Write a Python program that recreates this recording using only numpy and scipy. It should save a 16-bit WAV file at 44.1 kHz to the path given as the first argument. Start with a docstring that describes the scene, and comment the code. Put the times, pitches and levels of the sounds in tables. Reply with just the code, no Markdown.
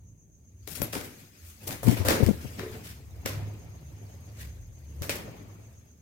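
"""Handling close by in a tiled corner

Handling strokes and knocks close to two microphone ports: shaped noise makes swishes and rushes of air, short
cracks over ringing thuds make the knocks, and fluttering puffs of draught buffet the left port. Behind them the
room rumbles in its low modes, a far insect sings in pulses of banded noise, and a faint rustle, house noise and
a thin hiss never stop."""
import sys
import numpy as np
from scipy import signal
from scipy.fft import rfft, irfft, next_fast_len
from scipy.io import wavfile
from scipy.ndimage import uniform_filter1d, map_coordinates

SR = 44100
rng = np.random.default_rng(int(sys.argv[2]) if len(sys.argv) > 2 else 0)


def unload_wav(signal):
    """Save mono or channel-first audio to the path in sys.argv[1] as 16-bit WAV at rate SR, clipped to [-1, 1]."""
    wavfile.write(
        sys.argv[1],
        SR,
        np.round(np.clip(np.atleast_2d(signal).T, -1, 1) * 32767).astype(np.int16),
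    )


N = 265349  # length [samples]

# Likeness of the two ports: (frequency [Hz], correlation [-1 to 1])
LIKENESS = [(60, 0.88), (290, 0.83), (640, 0.13), (1400, -0.17), (7000, 0.00081)]
# Decay time of the tiled walls: (frequency [Hz], t60 [s])
TILE_DECAY = [(200, 0.94), (700, 0.42), (1800, 0.51), (5000, 0.39), (13000, 0.33)]

# Hiss of the microphones: (frequency [Hz], relative gain [dB])
HISS_SPECTRUM = [(4410, -41), (7500, -6), (12500, -7), (16000, -7)]
# Far house noise: (frequency [Hz], relative gain [dB])
MURMUR_SPECTRUM = [(100, -5.5), (170, -3.5), (205, 0.5), (472, -13.5), (672, -23), (1200, -53),
                   (2640, -120)]
# Low rumble of the room: (time [s], upper modes level [dB], lowest modes level [dB])
RUMBLE_LEVELS = [(0, -52, -52), (.25, -59, -62.5), (.62, -57, -51.5), (.98, -47.5, -47.5), (1.29, -62, -73),
                 (1.46, -71, -47.5), (1.6, -68, -61), (1.68, -44, -53), (2.1, -42, -36.5),
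                 (2.55, -46, -48.5), (3.0, -49.5, -52), (3.24, -44, -41), (3.32, -34, -46),
                 (3.55, -43, -49.5), (4.1, -49.5, -48), (4.3, -47.5, -51.5), (4.54, -47, -40),
                 (4.74, -52.5, -51.5), (5.04, -44, -41), (5.35, -48.5, -56.5), (5.8, -52.5, -57.5),
                 (5.93, -67.5, -62), (6.02, -54, -56)]
# Lowest room modes: (frequency [Hz], width [Hz], relative level [dB])
LOWEST_MODES = [(66.6, 8.13, -4), (81.2, 6.65, -2)]
# Upper room modes: (frequency [Hz], width [Hz], relative level [dB])
UPPER_ROOM_MODES = [(103, 4, 0), (126, 12, -11), (163, 6, -12)]

# Insect song, middle of its swells: (time [s], level [dB])
INSECT_LEVELS = [(0, -67.5), (2.4, -70), (3, -72.5), (3.6, -66), (5, -65.5), (6.02, -68)]
# Insect swells: (time [s], swells so far [count])
INSECT_SWELLS = [(-.045, -1), (1.4, 10), (3.62, 27), (6.037, 46)]
# Insect song: (frequency [Hz], relative gain [dB])
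INSECT_SPECTRUM = [(4500, -120), (5600, -31), (6000, -17.5), (6250, -11.5), (6650, -9.5), (6850, -23),
                   (7100, -37), (8000, -120)]

# Faint stirring between strokes: (time [s], treble level [dB], middle level [dB], left over right [dB])
STIRRING_LEVELS = [(0, -81, -70.5, 7), (.22, -86, -74.5, 7), (.58, -77.5, -71.5, 12), (.67, -62.5, -87, 8),
                   (1.05, -53.5, -53.5, 1), (1.32, -59.5, -68, 5), (2.35, -51.5, -51.5, 3),
                   (2.75, -53, -46.5, 2), (3.05, -64.5, -59, 1.5), (3.4, -58.5, -45, 1), (3.7, -65, -54, 2),
                   (4.45, -63, -56, 1), (4.7, -68, -64, 2.1), (4.98, -63, -55.5, 2.1),
                   (5.2, -59.5, -42.5, 0.5), (6.02, -73, -68.5, 3)]
# Faint rustle: (frequency [Hz], relative gain [dB])
RUSTLE_SPECTRUM = [(880, -13.5), (1500, -7), (2400, -5), (3600, -10), (5000, -7.5), (8000, -10),
                   (10000, -13), (12500, -8), (16000, -12)]
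# Treble pulses of the rustle: (time [s], pulses so far [count])
RUSTLE_PULSES = [(3.056, 0), (3.756, 13), (4.265, 22), (5.024, 35), (5.486, 43), (5.918, 50), (6.04, 52)]

# Bumps against something hollow: (time [s], peak [dB])
HOLLOW_BUMPS = [(2.606, -35.5), (2.633, -29), (2.664, -33.5), (2.698, -34.5), (2.753, -41.5)]
# Modes of the hollow thing: (frequency [Hz], mean relative level [dB], t60 [s])
HOLLOW_MODES = [(373.4, 2.5, 0.13), (434, 3, 0.19)]
# One touch on a bit of wire: (time [s], peak before panning [dB])
WIRE_TOUCH = (0.8268, -31)
# Modes of the wire: (frequency [Hz], mean relative level [dB], t60 [s])
WIRE_MODES = [(11770, 0, .09), (13000, -2, .035), (14900, -2, .025)]

# Puffs of draught: (start [s], relative level [dB], flutter [Hz], rise to the peak [s])
DRAUGHT_PUFFS = [(0.801, -27, 117, 0.0046), (0.816, -29, 54, 0.011), (0.957, -30, 288, 0.0096),
                 (1.837, -14.5, 116.3, 0.043), (1.858, -20, 92, 0.012), (1.872, -23, 414, 0.0016),
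                 (1.876, -9, 228.6, 0.0089), (1.89, -13.5, 112, 0.0038), (1.917, -21, 281, 0.0098),
                 (1.995, -18.5, 95, 0.016), (2.059, -25, 86, 0.019), (2.195, -19, 220, 0.017),
                 (2.204, -20, 450, 0.0021), (2.225, -12.5, 374, 0.0014), (2.229, -9, 108, 0.0046),
                 (2.254, -16, 85, 0.02), (2.281, -12, 218.5, 0.011), (2.287, -17, 442, 0.0024),
                 (2.305, -15.5, 204, 0.00615), (2.324, -29, 70.7, 0.017), (2.442, -30.5, 132, 0.012),
                 (3.247, -31, 108, 0.0086), (5.01, -28.5, 120, 0.0075)]
# Rush of air: (frequency [Hz], relative gain [dB])
RUSH_SPECTRUM = [(40, -15.5), (110, 3), (180, 0.5), (424, -5.5), (659, -8), (1590, -20.5), (2230, -17.5),
                 (4000, -29.5), (5200, -27.5), (8800, -120)]

# Knocks, before their short delay: (time [s], relative level [dB], left over right [dB],
# relative thud level [dB], relative level of the walls [dB], tilt towards the treble [dB per octave])
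KNOCK_LIST = [(0.6746, -30.5, 19.5, -11.5, -3, 0.5), (0.7721, -33, 7.5, -9, 7, -0.5),
              (0.817, -20.5, 28, -15, -11, 2.5), (0.932, -24, 9.5, -7, 4.5, -3.5),
              (0.9523, -25, -2, -3.5, -5.5, -7), (1.0107, -25, 6, -15, -16, 0),
              (1.6718, -35.5, 7, -8.5, 8.5, 1), (1.707, -27, 20, -25, 3, -5.5),
              (1.8304, -33.5, 3.5, 5.5, -1.5, 20), (1.9715, -26, 4, -13, 6, 3),
              (2.049, -28, 2, 2.5, 8.5, -13), (2.0839, -6, 6.5, -9.5, -0.5, 0.5),
              (2.1052, -17, -7, -1.5, 1.5, -3), (2.2626, -21.5, 17.5, -28, -18, 1.8),
              (2.593, -27.5, 16, -13, 3.5, -7.5), (3.259, -12.5, 1, -10.5, -2, 2.5),
              (5.02, -21.5, -3, -14, 2, 5), (5.0934, -13.5, 4, -10, -5, 0.5),
              (5.1554, -23.5, 3, -9, -26, 12)]
# Modes that a knock sets ringing: (frequency [Hz], mean relative level [dB], t60 [s])
KNOCK_MODES = [(414, 1.5, 0.046), (554.8, 1.5, 0.057)]
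# Crack of a knock, before the tilt: (frequency [Hz], relative gain [dB])
CRACK_SPECTRUM = [(590, -31), (1000, -10), (2070, -0.5), (3010, -9), (5540, -5.5), (9620, -17), (14200, -9),
                  (16500, -54)]
# Thud of a knock: (frequency [Hz], relative gain [dB])
THUD_SPECTRUM = [(80, -41), (230, -4), (420, -4.5), (540, -2), (680, -8.5), (1200, -10.5), (2500, -22.5)]

# Handling strokes: (start [s], rise [s], hold [s], swish level [dB], rush of air level [dB],
# left over right in the swish [dB], sheen over the swish [dB])
HANDLING_STROKES = [(0.67, .003, 0.061, -51.5, -50.5, 13.5, 7), (0.733, 0.023, 0.0074, -45, -55, 9, 7),
                    (0.81, 0.01, 0.018, -40, -38, 1, 2.5), (0.916, 0.016, 0.048, -36.5, -39.5, 4.5, -3),
                    (1.026, 0.013, 0.0068, -49, -58, 3.5, 5.5), (1.176, 0.021, 0.014, -55.5, -58, 8, -5.5),
                    (1.386, 0.082, 0.038, -63.5, -77, 3, 13), (1.583, 0.038, 0.048, -53, -53, 2, 0),
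                    (1.665, 0.0088, 0.0021, -46, -37, 4, 15), (1.704, 0.012, 0.0078, -41.5, -40.5, 2.5, 4),
                    (1.818, 0.017, 0.083, -49, -47, 0.5, 10.5), (1.849, 0.032, 0.049, -35, -34, 2.5, -6.5),
                    (1.952, 0.019, .01, -36, -32.5, 3, -11), (2.045, 0.004, 0.11, -42, -34, 7, -3),
                    (2.078, 0.014, 0.018, -33, -40, 18, -17), (2.165, 0.03, .03, -52, -42, 3, .3),
                    (2.224, 0.0073, 0.011, -43.5, -49, 4, 2.5), (2.258, 0.0097, 0.01, -40.5, -57, 1, -2.5),
                    (2.399, 0.017, 0.016, -50, -55, 3, -3.5), (2.566, 0.025, 0.0074, -39.5, -39.5, 1, -19),
                    (2.701, 0.027, 0.031, -46.5, -54, 6, -31), (2.821, 0.029, 0.05, -44.5, -70, 2.5, -4),
                    (3.25, 0.0073, 0.012, -31, -47, 1, -23), (4.316, 0.1, 0.015, -44, -52.5, 1.5, -6),
                    (5.016, 0.0061, 0.0066, -38.5, -50, 7, -4.5),
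                    (5.09, 0.0079, 0.0034, -27, -40, 1, -10.5), (5.143, 0.015, .01, -42.5, -62, 2, -2)]
# Swish of a stroke: (frequency [Hz], relative gain [dB])
SWISH_SPECTRUM = [(880, -22), (1500, -5), (2340, -4), (3880, -7), (7320, -7.5), (12000, -7), (15100, -6),
                  (16000, -13)]

SWISH_TOP_HZ, TOP_HZ = 15900, 16974  # upper edge of hiss, rustle, swish and walls; of everything
PULSE_DB, PULSE_SHARP, PULSE_HZ = 2, 14, 5060  # mean peak over the rustle; narrowness; lower edge
PORT_LAG = 18  # delay of the shared part of a crack at the right port [samples]
KNOCK_DELAY_S = .0012  # short delay of every knock
SWISH_FALL_DB_PER_S, RUSH_FALL_DB_PER_S = 269, 153  # after the hold
SHEEN_HZ, SWISH_WALLS_DB = 4600, -9  # where a stroke's sheen begins; the walls' answer to the swish


def amp(db):
    """dB to gain."""
    return 10 ** (np.asarray(db) / 20)


def unit(x):
    """Scales to rms 1."""
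    return x / np.sqrt(np.mean(x ** 2) + 1e-20)


def along(points, hz):
    """Reads (frequency, value) points on a log frequency axis."""
    f, v = np.transpose(points)
    return np.interp(np.log(hz + 1), np.log(f + 1), v)


def curves(rows):
    """Draws one value per sample for each column after the time."""
    s, *cols = np.transpose(rows)
    return [np.interp(np.arange(N) / SR, s, c) for c in cols]


def wobble(rate):
    """A smooth random curve with rate knots a second."""
    knots = rng.standard_normal(int(N * rate / SR) + 4)
    return map_coordinates(knots, [np.arange(N) * rate / SR])


def noise_pair(length=N):
    """Two unrelated white noises."""
    return rng.standard_normal((2, length))


def filtered(x, response):
    """Multiplies the spectrum of x by a response of frequency."""
    n = x.shape[-1]
    m = next_fast_len(n + 8192)
    return irfft(rfft(x, m) * response(np.fft.rfftfreq(m, 1 / SR)), m)[..., :n]


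def colour(spectrum):
    """Gain of a spectrum table as a function of frequency."""
    return lambda hz: amp(along(spectrum, hz))


def capped(gain):
    """The same gain with nothing above the top of the swish."""
    return lambda hz: gain(hz) * (hz < SWISH_TOP_HZ)


def stereo(pair, gain):
    """Mixes two unrelated signals to the likeness of the two ports, coloured, rms 1."""
    def mid_side(hz):
        turn = np.arccos(np.clip(along(LIKENESS, hz), -1, 1)) / 2
        return gain(hz) * np.array([np.cos(turn), np.sin(turn)])

    mid, side = filtered(pair, mid_side)
    return unit(np.array([mid + side, mid - side]))


def patchy(pair, depth_db):
    """Noise of uneven colour: random gain in patches some 350 Hz by 25 ms."""
    z = signal.stft(pair, nperseg=512)[2]
    field = rng.standard_normal(z.shape[1:])
    for axis in (0, 1):
        field = uniform_filter1d(field, size=4, axis=axis)
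    return signal.istft(z * amp(depth_db * unit(field)), nperseg=512)[1][:, :pair.shape[1]]


def pan(db):
    """Left and right gains for a level difference."""
    return amp(np.array([db / 2, -db / 2]))


def add(track, s, sound):
    """Mixes a sound in at a time."""
    track[:, round(s * SR):][:, :sound.shape[-1]] += sound


def ring(modes, peak_db):
    """Modes die away exponentially, at new strengths and phases for each blow."""
    t = np.arange(SR // 2) / SR
    x = np.zeros(len(t))
    for hz, db, t60 in modes:
        decay = amp(db + rng.normal(0, 2) - 60 * t / t60)
        x += decay * np.sin(2 * np.pi * (hz * t + rng.random()))
    x = x * (1 - np.exp(-t / 0.00044))  # soft onset
    return amp(peak_db) * x / np.abs(x).max()


def tail(gain):
    """A fresh answer of the tiled walls: noise in which each frequency dies at its own speed."""
    hz, t, z = signal.stft(patchy(noise_pair(SR), depth_db=2.0), SR, nperseg=256)
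    decay = amp(-60 * t / along(TILE_DECAY, hz)[:, None])
    x = stereo(signal.istft(z * decay, SR, nperseg=256)[1], capped(gain))
    build_up = 1 - np.exp(-np.arange(x.shape[1]) / SR / 0.0072)
    return x * build_up / np.linalg.norm(x[0])


def strokes(levels_db, sides_db, fall_db_per_s):
    """Left and right gain of all strokes: each swells, holds and dies away; their powers add."""
    t, power = np.arange(N) / SR, np.zeros((2, N))
    for (s, rise, hold, *_), db, side_db in zip(HANDLING_STROKES, levels_db, sides_db):
        swell = np.clip((t - s) / rise, 0, 1) ** 2
        fall_db = fall_db_per_s * np.maximum(t - s - rise - hold, 0)
        power += (pan(side_db)[:, None] * swell * amp(db - fall_db)) ** 2
    return np.sqrt(power)


def hiss():
    """The microphones' own hiss: thin, steady noise in the treble."""
    return amp(-78) * stereo(noise_pair(), capped(colour(HISS_SPECTRUM)))


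def house_murmur():
    """Far house noise: low coloured noise at a slowly wavering level."""
    return amp(-64.5 + 0.9 * wobble(2.57)) * stereo(noise_pair(), colour(MURMUR_SPECTRUM))


def mode_rumble(modes):
    """Room modes hum, each wandering in pitch on the scale of its width, over low noise through the same modes."""
    def response(f):
        peaks = sum((-1) ** k * amp(db) * 1j * f * width / (centre * centre - f * f + 1j * f * width)
                    for k, (centre, width, db) in enumerate(modes))
        return peaks * f ** 4 / (f ** 4 + 52 ** 4) / (1 + (f / 220) ** 4)

    noise = stereo(noise_pair(), response)
    hum = np.zeros(N)
    for centre, width, db in modes:
        level = amp(db + 2.9 * wobble(7)) * np.sqrt(width)
        cycles = np.cumsum(centre + width * wobble(6)) / SR + rng.random()
        hum += level * np.sin(2 * np.pi * cycles)
    return unit(unit(hum) + .8 * noise)


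def room_rumble():
    """The upper and the lowest room modes follow separate level curves."""
    upper_db, lowest_db = curves(RUMBLE_LEVELS)
    return amp(upper_db) * mode_rumble(UPPER_ROOM_MODES) + amp(lowest_db) * mode_rumble(LOWEST_MODES)


def insect():
    """Far song: a narrow band of noise that swells in a nearly even beat."""
    beat = np.cos(2 * np.pi * curves(INSECT_SWELLS)[0])
    return amp(curves(INSECT_LEVELS)[0] + 4.4 * beat) * stereo(noise_pair(), colour(INSECT_SPECTRUM))


def stirring():
    """A faint smooth rustle; in the later part its treble pulses evenly, some 17 times a second."""
    stir_db, _, side_db = curves(STIRRING_LEVELS)
    count, = curves(RUSTLE_PULSES)
    shape = np.abs(np.cos(np.pi * count)) ** PULSE_SHARP
    pulses = (count > 0) * amp(PULSE_DB + 1.1 * wobble(10)) * shape
    gain = capped(colour(RUSTLE_SPECTRUM))
    rustle = stereo(patchy(noise_pair(), depth_db=3.5), gain)
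    treble = filtered(stereo(noise_pair(), gain), lambda hz: hz ** 4 / (hz ** 4 + PULSE_HZ ** 4))
    return amp(stir_db + 0.69 * wobble(15.0)) * pan(side_db) * (rustle + pulses * treble)


def hollow_bumps():
    """Bumps set two low modes of something hollow ringing, alike at both ports."""
    out = np.zeros((2, N + SR))
    for s, db in HOLLOW_BUMPS:
        add(out, s, ring(HOLLOW_MODES, db)[None])
    return out[:, :N]


def wire_tink():
    """A bit of wire is touched and rings high, far to the left."""
    out = np.zeros((2, N + SR))
    s, db = WIRE_TOUCH
    add(out, s, ring(WIRE_MODES, db) * pan(31)[:, None])
    return out[:, :N]


def draught():
    """Each puff sets the air in the left port fluttering amid turbulence; the right port hears little of it."""
    out, t = np.zeros((2, N + SR)), np.arange(SR // 4) / SR
    for s, db, hz, rise in DRAUGHT_PUFFS:
        u = t / rise
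        flutter = np.sin(2 * np.pi * hz * t)
        eddies = unit(filtered(rng.standard_normal(len(t)), lambda f: 1 / (1 + (f / 380) ** 3)))
        turbulence = 0.4 * eddies * u * np.exp(1 - u)
        puff = (flutter + turbulence) * u ** 2 * np.exp(2 - 2 * u)
        add(out, s, puff / np.abs(puff).max() * amp([[db + 5.0], [db - 36]]))
    return filtered(out[:, :N], lambda f: f ** 3 / (f ** 3 + 42 ** 3))


def air_rush():
    """Air rushes with the strokes and the stirring: lumpy noise, strongest in the low mids, a little to the left."""
    lumps = amp(.6 * wobble(30) + .9 * wobble(90))
    rush_db = np.transpose(HANDLING_STROKES)[4]
    stroke_gain = strokes(rush_db, 0 * rush_db, RUSH_FALL_DB_PER_S)
    gain = np.hypot(stroke_gain, amp(curves(STIRRING_LEVELS)[1]))
    noise = stereo(lumps * patchy(noise_pair(), depth_db=2.5), colour(RUSH_SPECTRUM))
    return gain * pan(2.3)[:, None] * noise


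def knocks():
    """A short crack with a quick rebound over a duller, briefly ringing thud, each with its own wall answer."""
    out, t = np.zeros((2, N + 2 * SR)), np.arange(SR // 20) / SR
    for s, db, side_db, thud_db, walls_db, tilt_db in KNOCK_LIST:
        s = s + KNOCK_DELAY_S
        rebound = rng.uniform(.001, .002)
        strike = amp(-60 * t / .004) + .45 * (t > rebound) * amp(-60 * np.abs(t - rebound) / .008)
        near, apart = rng.standard_normal(len(t)), noise_pair(len(t))
        near[0] = 5  # the blow itself, before its scatter
        blow = near * strike
        burst = np.array([blow, np.pad(blow, (PORT_LAG, 0))[:len(t)]])
        tone = lambda hz: colour(CRACK_SPECTRUM)(hz) * amp(tilt_db * np.log2((hz + 100) / 4000))
        crack = filtered(burst + .5 * apart * strike, tone)
        crack = crack / np.abs(crack).max()
        thud = stereo(patchy(noise_pair(len(t)), depth_db=1), colour(THUD_SPECTRUM))
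        thud = thud * amp(-60 * t / 0.033 + thud_db - 4.5)
        thud = thud + ring(KNOCK_MODES, thud_db - 5.5)[:len(t)]
        add(out, s, amp(db + 2.0) * (crack + thud) * pan(side_db)[:, None])
        crack_walls = np.linalg.norm(crack[0]) * tail(tone)
        thud_walls = np.linalg.norm(thud[0]) * tail(colour(THUD_SPECTRUM))
        walls_gain = amp(db + 5.0 + walls_db) * pan(0.33 * side_db)[:, None]
        add(out, s, walls_gain * (crack_walls + thud_walls))
    return out[:, :N]


def swishes():
    """Strokes swish in uneven flicks and fine ticks of noise; both ports hear the same flicks, then the walls."""
    swish_db, _, side_db, sheen_db = np.transpose(HANDLING_STROKES)[3:]
    flicks = amp(0.73 * wobble(60) + 2.1 * wobble(200))
    tick_starts = (rng.random(N) < 140 / SR) * amp(5 * rng.exponential(size=N))  # some 140 a second
    ticks = np.convolve(tick_starts, amp(-60 * np.arange(SR // 100) / SR / .006))[:N]
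    noise = (flicks + 0.35 * np.minimum(ticks, 3)) * patchy(noise_pair(), depth_db=2)
    noise = stereo(noise, capped(colour(SWISH_SPECTRUM)))
    sheen = filtered(noise, lambda hz: hz ** 2 / (hz ** 2 + SHEEN_HZ ** 2))
    body_gain = strokes(swish_db, side_db, SWISH_FALL_DB_PER_S)
    sheen_gain = strokes(swish_db + sheen_db, side_db, SWISH_FALL_DB_PER_S)
    swish = body_gain * (noise - sheen) + sheen_gain * sheen
    walls = signal.fftconvolve(swish, tail(np.ones_like), axes=1)[:, :N]
    return swish + amp(SWISH_WALLS_DB) * walls


def scene():
    """All sources at the two ports, from the background to the handling."""
    background = hiss() + house_murmur() + room_rumble() + insect() + stirring()
    touches = hollow_bumps() + wire_tink()
    return background + touches + draught() + air_rush() + knocks() + swishes()


def record(dry):
    """The loudest peaks bend softly; nothing above the band limit passes."""
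    bent = dry / (1 + np.abs(dry / .93) ** 6) ** (1 / 6)
    return filtered(bent, lambda hz: hz < TOP_HZ)


dry = scene()
out = record(dry)
unload_wav(out)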